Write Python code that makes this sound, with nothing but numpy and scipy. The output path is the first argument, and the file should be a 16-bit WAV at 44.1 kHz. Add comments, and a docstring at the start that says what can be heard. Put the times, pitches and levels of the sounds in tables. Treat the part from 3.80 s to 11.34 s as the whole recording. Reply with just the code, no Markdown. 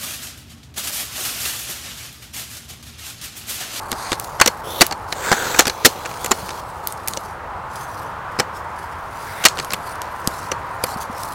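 """Tyres roar on a distant road and a nylon jacket rustles as a man, close by on a verge, pulls out an
aluminium telescopic ladder. Tubes hiss through their plastic collars, pins tick, and the sections knock
into their stops, one rail just after the other; the hardest latch snaps overload and clip. Loose sections
rattle and a hand bumps the frame. In a lull his sleeves swish as he reaches for the next rung, then a
last slide snaps home, and a few rattles, bumps and knocks follow."""
import sys
import numpy as np
from scipy import signal
from scipy.io import wavfile
from scipy.ndimage import map_coordinates

SR = 44100
rng = np.random.default_rng(int(sys.argv[2]) if len(sys.argv) > 2 else 0)


def log_audio(samples):
    """Write samples as a 16-bit WAV file to the path given in sys.argv[1]."""
    # one column per channel
    frames = np.atleast_2d(samples).T
    # limit to full scale, then quantise
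    limited = np.clip(frames, -1, 1)
    pcm = np.round(limited * 32767).astype(np.int16)
    wavfile.write(sys.argv[1], SR, pcm)


N = 332514
TIME = np.arange(N) / SR
AGE = TIME[:SR // 3]  # time since a blow

# Levels in the tables are relative; each layer sets its own gain.
# passing traffic: t/s, level/dB, nominal tyre pitch f/Hz
TRAFFIC = [(0, -34.5, 930), (.6, -34.5, 927), (1.3, -34.5, 924), (2.3, -35.5, 910), (3.6, -34.5, 950),
           (4.5, -34, 1037), (5.5, -35, 986), (6.2, -33, 1035), (7.54, -33, 983)]
# tone of the road, engine rumble below and tyre roar above: f/Hz, level/dB
ROAD_SPECTRUM = [(25, -59), (45, -8.5), (85, -2.5), (130, -6.5), (240, -14.5), (370, -13), (520, -9.5),
                 (720, -6.5), (950, -0.5), (1400, -6.5), (2200, -19.5), (3800, -31.5)]
# faint bed of jacket rustle: t/s, level/dB
RUSTLE_BED = [(0, -48), (.55, -46), (.75, -49), (1.25, -53), (2.9, -47.5), (3.45, -43), (3.6, -72),
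              (4.95, -57.5), (5.15, -49), (6.3, -43.5), (7.54, -56.5)]
# sleeve swishes as the arms reach: loudest moment t/s, level/dB, half length/s
SWISHES = [(0.494, -48, 0.25), (1.314, -38.5, 0.036), (3.128, -42.5, 0.037), (3.324, -36.5, 0.036),
           (3.996, -39, 0.066), (4.155, -43, 0.12), (4.775, -41, .03), (6.076, -38.5, 0.034),
           (6.58, -43.5, 0.057), (7.106, -34.5, 0.056), (7.219, -36, 0.039), (7.454, -36.5, .11)]
# tone of rubbing nylon: f/Hz, level/dB
NYLON_SPECTRUM = [(150, -3), (450, -2), (1000, -21), (3000, -10), (4300, -2.5), (7500, -5.5), (9000, -4),
                  (12000, -6), (13500, -11.5), (16000, -12)]
# tubes sliding through collars: start t/s, end t/s, full-speed level/dB, run-up/s
TUBE_SLIDES = [(0.11, 0.367, -36, 0.11), (0.83, 1.043, -32, 0.082), (1.343, 1.835, -27, 0.13),
               (1.87, 2.813, -40.5, 0.017), (5.312, 5.66, -35.5, 0.32)]
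# resonances that sing, one list a slide: f/Hz, half width/Hz, level/dB
SLIDE_RESONANCES = [
    [(1410, 650, 6.5), (4400, 920, 5), (6400, 660, 0), (8600, 690, 2), (11200, 820, -3)],
    [(474, 150, -2), (3580, 350, -7), (5650, 500, -16.5), (11200, 900, -16)],
    [(488, 164, 2), (880, 140, 2), (1470, 280, 3.5), (1790, 510, -4.5), (3800, 1200, -8), (4440, 380, -12),
     (6370, 500, -5), (7100, 450, -6), (7900, 400, -7), (12300, 2600, -19.5)],
    [(477, 104, 8.5), (2430, 630, -6), (3360, 97, -3), (4330, 970, -6.5), (6070, 1100, -7),
     (10200, 2000, -16)],
    [(1550, 270, 7), (2040, 350, 6), (2600, 220, -2), (3630, 300, -0.5), (4900, 520, -4.5),
     (9750, 3000, -11), (14300, 1200, -14)],
]
# bass, middle, presence and top bands of the hits: low f/Hz, high f/Hz
HIT_BANDS = [(190, 700), (700, 2300), (2500, 8000), (8000, 14500)]
# locking pins and small loose parts: t/s, level/dB, top against presence/dB, ring f/Hz
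PIN_TICKS = [(0.1168, -17.5, 0.5, 4000), (0.3981, -19.5, 4, 11300), (1.0659, -17, 5, 11300),
             (1.807, -10.5, -6, 6500), (3.0725, -15.5, 5.5, 12320), (3.124, -25.5, 7, 8800),
             (3.2753, -19.5, 1, 12100), (3.283, -14, 4.5, 11000), (3.3358, -23.5, -5.5, 6600),
             (4.6036, -19, -20, 5400), (5.685, -15, -20, 4350), (5.8469, -26.5, 1, 3170),
             (6.218, -24, -2, 1160), (6.474, -12, 1, 4770), (7.4345, -25.5, 2, 5000)]
# sections hitting a stop or latch: t/s, second rail lag/ms, first rail level/dB, second rail level/dB,
# chatter/ms, bass/dB, middle/dB, top/dB (all three against presence), tube f/Hz, favoured frame f/Hz
STOP_KNOCKS = [(0.118, 9, -18, -16, 1.3, -1, 0, -30, 1150, 250),
               (0.318, 10.8, -13, -15, 2.9, -4.5, 3, -14, 3690, 330),
               (0.5997, 12.8, -11, 4.5, 4.3, -20, 2.5, -13, 1550, 330),
               (0.66, 14.3, -9, -10, 5.8, -5.5, -3.5, -5, 5930, 500),
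               (1.009, 6.4, -4.5, 3.5, 4.7, -8, -2, -6.5, 4600, 320),
               (1.111, 12.3, -20.5, -19, 3, -0.5, 1, -12, 4540, 800),
               (1.320, 4.4, -31, -14, 2.4, -20, 2, -13, 4200, 500),
               (1.5158, 9.5, -8, -11.5, 6.4, -1.5, 3, -10, 1340, 800),
               (1.7448, 2, -14, -14, 1.3, -10, 10, -10, 1450, 500),
               (1.7874, 3.5, -15, 4.5, 4.2, -11, -0.5, -7, 7050, 330),
               (1.869, 9.6, -11, -12, 2.06, -3.5, -4, -3, 4760, 250),
               (2.0483, 5.5, -6, 0.5, 10.5, -7.5, -8, -3, 1850, 570),
               (2.251, 6, -28.5, -23.5, 4.7, -7, 2, -22, 2520, 350),
               (2.445, 15.5, -15.5, -17.5, 2.25, -5, 2.5, 3, 7550, 480),
               (2.51, 4.8, -14.5, -8, 4.9, -2.5, 3, -5.5, 7320, 820),
               (3.367, 4.9, -28, -15.5, 1.25, -1, -7, -12, 6170, 430),
               (4.589, 8.3, -18, -12, 5.5, 0.5, 5, -6.5, 5340, 700),
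               (5.639, 12.9, -17.5, 1, 10.6, -18, -2.5, -10, 3047, 520),
               (5.917, 16.7, -28, -15, 2.6, -14, 3, 5, 2560, 500),
               (6.7124, 3.96, -31, -15, 2.8, 3.5, 3, -10, 6030, 510),
               (7.0386, 3, -10.5, -20, 2.4, -0.5, 6.5, 10.5, 4820, 450)]
# lasting ring of the whole ladder: f/Hz, level/dB, t60/s
LADDER_MODES = [(1570, 3.5, 0.08), (1750, 11, 0.1), (2960, 8.5, 0.13), (4350, 20.5, 0.086), (5360, -6, .08),
                (6360, -30, 0.054), (7700, -19, .07), (8300, -17, .07), (9900, -11, .06)]
# hollow body of the frame, stirred by the bass of a blow: f/Hz, level/dB, t60/s
FRAME_MODES = [(260, -13, 0.043), (361, -8.5, .07), (512, 17, 0.034), (807, -1.5, .045)]
# loose sections shaking in their collars: t/s, length/s, level/dB
SECTION_RATTLES = [(1.845, .055, -16.5), (2.274, .11, -30.5), (2.68, 0.037, -27), (5.768, .036, -19.5),
                   (5.896, .056, -15.5)]
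# hands bumping the frame: t/s, level/dB, f/Hz, t60/s
HAND_THUDS = [(2.63, -28, 185, 0.092), (6.4757, -4, 221, 0.012), (7.161, -19, 217, 0.037),
              (7.298, -20, 229, 0.039)]


def undb(db):
    """Decibels to gain."""
    return 10 ** (np.asarray(db) / 20)


def unit(x):
    """Scale to an energy of 1."""
    return x / np.sqrt(np.sum(x ** 2))


def fade(t60):
    """Decay by 60 dB in t60 seconds."""
    return np.exp(-np.log(1000) * AGE / t60)


def ring(hz, t60):
    """One struck mode."""
    return np.sin(2 * np.pi * hz * AGE) * fade(t60)


def band(x, edges):
    """Band-pass between two edges in Hz."""
    return signal.sosfilt(signal.butter(3, edges, "band", fs=SR, output="sos"), x)


def add(out, s, x):
    """Mix x into out from time s."""
    i = int(s * SR)
    out[i:i + len(x)] += x[:N - i]


def colour(points, hz):
    """Gain of an EQ curve (f/Hz, level/dB) at the given frequencies."""
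    f, db = np.transpose(points)
    return undb(np.interp(np.log(hz + 1), np.log(f), db))


def fader(curve, edge_s=0.012):
    """Gain along a curve (t/s, level/dB), with soft ends."""
    s, db = np.transpose(curve)
    soft_ends = np.clip(np.minimum(TIME - s[0], s[-1] - TIME) / edge_s, 0, 1)
    return undb(np.interp(TIME, s, db)) * soft_ends


def wobble(rate):
    """Random modulation gliding to a new value rate times a second."""
    return 0.82 * np.interp(TIME * rate, np.arange(N), rng.standard_normal(N))


def patches(rows, columns):
    """Smooth random modulation over frequency and time, both counted in patches."""
    grid = np.meshgrid(rows, columns, indexing="ij")
    return map_coordinates(rng.standard_normal((100, 400)), grid, order=1, mode="mirror")


def road(gain_db=4, usual_hz=1000, flicker_db=1.0, air_db_per_octave=-7.5):
    """Tyre roar swells and shifts pitch as cars pass, over engine rumble; distance takes the treble."""
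    f, t, noise = signal.stft(rng.standard_normal(N), SR, nperseg=2048)
    hz = f[:, None]
    s, db, pitch_hz = np.transpose(TRAFFIC)
    tyre_share = np.clip(hz / 500, 0, 1)
    shift = (usual_hz / np.interp(t, s, pitch_hz)) ** tyre_share
    swell_db = tyre_share * np.interp(t, s, db - db.mean())
    swell_db += flicker_db * patches(2 * np.log2(f + 1), 8 * t)
    distance_db = air_db_per_octave * np.log2(np.maximum(hz / ROAD_SPECTRUM[-1][0], 1))
    spectrum = noise * colour(ROAD_SPECTRUM, hz * shift) * undb(swell_db + distance_db)
    roar = signal.istft(spectrum, SR)[1][:N]
    return unit(roar) * np.sqrt(N) * undb(db.mean() + gain_db)


def friction(response, grain_db, flutter_db, flutter_rate, patchy_db, patch_hz=330, patch_rate=22):
    """Tiny uneven slips through response(f, t); resonances come and go as the contact moves; rms 1."""
    slips = rng.standard_normal(N) * undb(grain_db * wobble(1500) + flutter_db * wobble(flutter_rate))
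    f, t, force = signal.stft(slips, SR, nperseg=512)
    gain = response(f[:, None], t) * undb(patchy_db * patches(f / patch_hz, t * patch_rate))
    return unit(signal.istft(force * gain, SR)[1][:N]) * np.sqrt(N)


def jacket(fidget_db=6.0, fidget_rate=9, crease_db=-5):
    """Nylon sleeves brush the body: swishes swell over a restless rustle, creases flip and crackle."""
    def nylon(f, t):
        return colour(NYLON_SPECTRUM, f)
    rustle = fader(RUSTLE_BED) * undb(fidget_db * wobble(fidget_rate))
    swish_power = sum(undb(db) ** 2 * np.exp(-2 * ((TIME - s) / half) ** 2) for s, db, half in SWISHES)
    motion = np.sqrt(rustle ** 2 + swish_power)
    rub = friction(nylon, grain_db=5, flutter_db=3.5, flutter_rate=90, patchy_db=5.5)
    creases = friction(nylon, grain_db=2, flutter_db=9, flutter_rate=260, patchy_db=2)
    return motion * unit(rub + undb(crease_db) * creases) * np.sqrt(N)


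def tube_slides(trims_db=(3, 2, 4, 2, 3), floors_db=(-18, -22, -20, -14, -14),
                octaves_per_s=(0, .8, -.25, 0, .15), run_up_db=-13):
    """A tube hisses in its collar, louder with speed; resonances glide as the free length changes."""
    out = np.zeros(N)
    for slide, modes, trim_db, floor_db, glide in zip(
            TUBE_SLIDES, SLIDE_RESONANCES, trims_db, floors_db, octaves_per_s):
        start, end, full_db, run_up = slide

        def tube(f, t):
            shift = 2 ** (glide * (np.clip(t, start, end) - (start + end) / 2))
            power = sum((undb(db) / (1 + ((f / shift - hz) / width) ** 2)) ** 2
                        for hz, width, db in modes)
            return np.sqrt(power + undb(floor_db) ** 2)
        speed = np.clip((TIME - start) / run_up, 0, 1)
        gain = fader([(start, full_db), (end, full_db)]) * undb(trim_db + run_up_db * (1 - speed))
        out += gain * friction(tube, grain_db=2.5, flutter_db=1.8, flutter_rate=250, patchy_db=3.2)
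    return out


def pin_ticks(gain_db=21, middle_db=-11, tail_db=-24, ping_db=-5):
    """A small hard part snaps once: a tight crack with a faint tail and a short ping."""
    out = np.zeros(N)
    for s, db, top_db, hz in PIN_TICKS:
        burst = rng.standard_normal(len(AGE)) * (fade(t60=0.0055) + undb(tail_db) * fade(t60=0.091))
        top_edges = (8000, np.clip(1.5 * hz, 12500, 19000))  # smaller parts crack higher
        bands = [(HIT_BANDS[1], middle_db), (HIT_BANDS[2], 0), (top_edges, top_db)]
        crack = sum(undb(band_db) * unit(band(burst, edges)) for edges, band_db in bands)
        ping = undb(ping_db) * unit(ring(hz, t60=0.0087))
        add(out, s, undb(db + gain_db) * (unit(crack) + ping))
    return out


def metal_ring(force, tube_hz, frame_hz, bass_db, detune=.012, spot_db_per_octave=-40):
    """The force of a blow rings the struck tube, the whole ladder and the hollow frame."""
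    # a slightly oval tube rings in a close pair
    tube = ring(tube_hz, t60=0.019) + ring(tube_hz * .95, t60=0.019)
    # the ladder's modes shift from blow to blow as its length changes
    ladder = sum(undb(db) * ring(hz * (1 + detune * rng.standard_normal()), t60)
                 for hz, db, t60 in LADDER_MODES)
    # the struck spot favours one resonance over its neighbours
    frame = sum(undb(db + spot_db_per_octave * abs(np.log2(hz / frame_hz))) * ring(hz, t60)
                for hz, db, t60 in FRAME_MODES)
    return sum(undb(db) * unit(signal.fftconvolve(force, part)[:len(AGE)])
               for part, db in ((tube, -5), (ladder, -17.5), (frame, bass_db - 5)))


def blow(chatter_ms, bass_db, middle_db, top_db, tube_hz, frame_hz, rebound_db=4, tail_db=-28):
    """Metal chatters on its stop for a few ms: a clack of crowded, fast-dying modes, and a ring."""
    chatter_s = max(chatter_ms, .5) / 1000
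    touching = AGE < chatter_s
    rebounds = np.interp(AGE * 1000, np.arange(400), rng.standard_normal(400))
    contact = touching * undb(rebound_db * rebounds) * fade(5 * chatter_s)
    # light blows stir only the damped plastic collar, long heavy ones the tubes too
    t60s = np.array([.036, .026, .018, .014]) * (chatter_s / 0.0019) ** 0.3
    clack = 0
    for edges, t60, db in zip(HIT_BANDS, t60s, (bass_db - 2, middle_db, 0, top_db - 2)):
        # energy builds up while the parts touch, then drains
        drain = fade(t60) ** 2 + (undb(tail_db) * fade(t60=0.2)) ** 2
        energy = np.abs(signal.fftconvolve(contact ** 2, drain)[:len(AGE)])
        clack += undb(db) * unit(band(rng.standard_normal(len(AGE)) * np.sqrt(energy), edges))
    force = (contact * rng.standard_normal(len(AGE)))[touching]
    return np.sqrt(chatter_s * SR) * (unit(clack) + metal_ring(force, tube_hz, frame_hz, bass_db))


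def stop_knocks(gain_db=0.55, bite_db=-16, bite_s=.012):
    """The collar bites just before the stop, then the rails land in turn: a scrape and a double hit."""
    out = np.zeros(N)
    lead_s = 4 * bite_s
    swell = np.exp(-2 * AGE[AGE < lead_s][::-1] / bite_s)
    scrape_edges = (HIT_BANDS[1][0], HIT_BANDS[2][1])
    for s, lag_ms, first_db, second_db, chatter_ms, bass_db, *tone in STOP_KNOCKS:
        scrape = band(rng.standard_normal(len(AGE)), scrape_edges)[:len(swell)]
        first_rail = blow(0.67 * chatter_ms, bass_db + 4.5, *tone)  # shorter and more hollow
        second_rail = blow(chatter_ms, bass_db, *tone)
        add(out, s - lead_s, undb(first_db + bite_db) * scrape * swell)
        add(out, s, undb(first_db + gain_db) * first_rail)
        add(out, s + lag_ms / 1000, undb(second_db + gain_db) * second_rail)
    return out


def section_rattles(taps=4, ring_hz=3800, spread_octaves=0.66, scatter_db=6.5):
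    """A shaken section taps its collar a few times, unevenly, each time on another spot."""
    out = np.zeros(N)
    for s, span, db in SECTION_RATTLES:
        for k in range(taps):
            late, size, spot = rng.uniform(-1, 1, 3)
            tube_hz = ring_hz * 2 ** (spread_octaves * spot)
            tap = blow(chatter_ms=1.47, bass_db=-5, middle_db=1, top_db=-15,
                       tube_hz=tube_hz, frame_hz=380)
            onset = s + span * (k + .5 + 0.37 * late) / taps
            add(out, onset, undb(db + scatter_db * size) * tap)
    return out


def hand_thuds():
    """A soft bump of the hand swings one low, well damped mode of the frame."""
    out = np.zeros(N)
    for s, db, hz, t60 in HAND_THUDS:
        add(out, s, -undb(db) * ring(hz, t60))
    return out


def scene():
    """Ladder and jacket up front, the road far behind, in mono; open air gives no echo."""
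    ladder = stop_knocks() + section_rattles() + pin_ticks() + hand_thuds() + tube_slides()
    return (ladder + jacket() + road())[None]


def record(dry):
    """The loudest snaps overload and clip hard; a steep low-pass trims the very top."""
    clipped = np.clip(dry, -1, 1)
    low_pass = signal.ellip(8, .2, 70, 15900, fs=SR, output="sos")
    return signal.sosfilt(low_pass, clipped)


dry = scene()
out = record(dry)
log_audio(out)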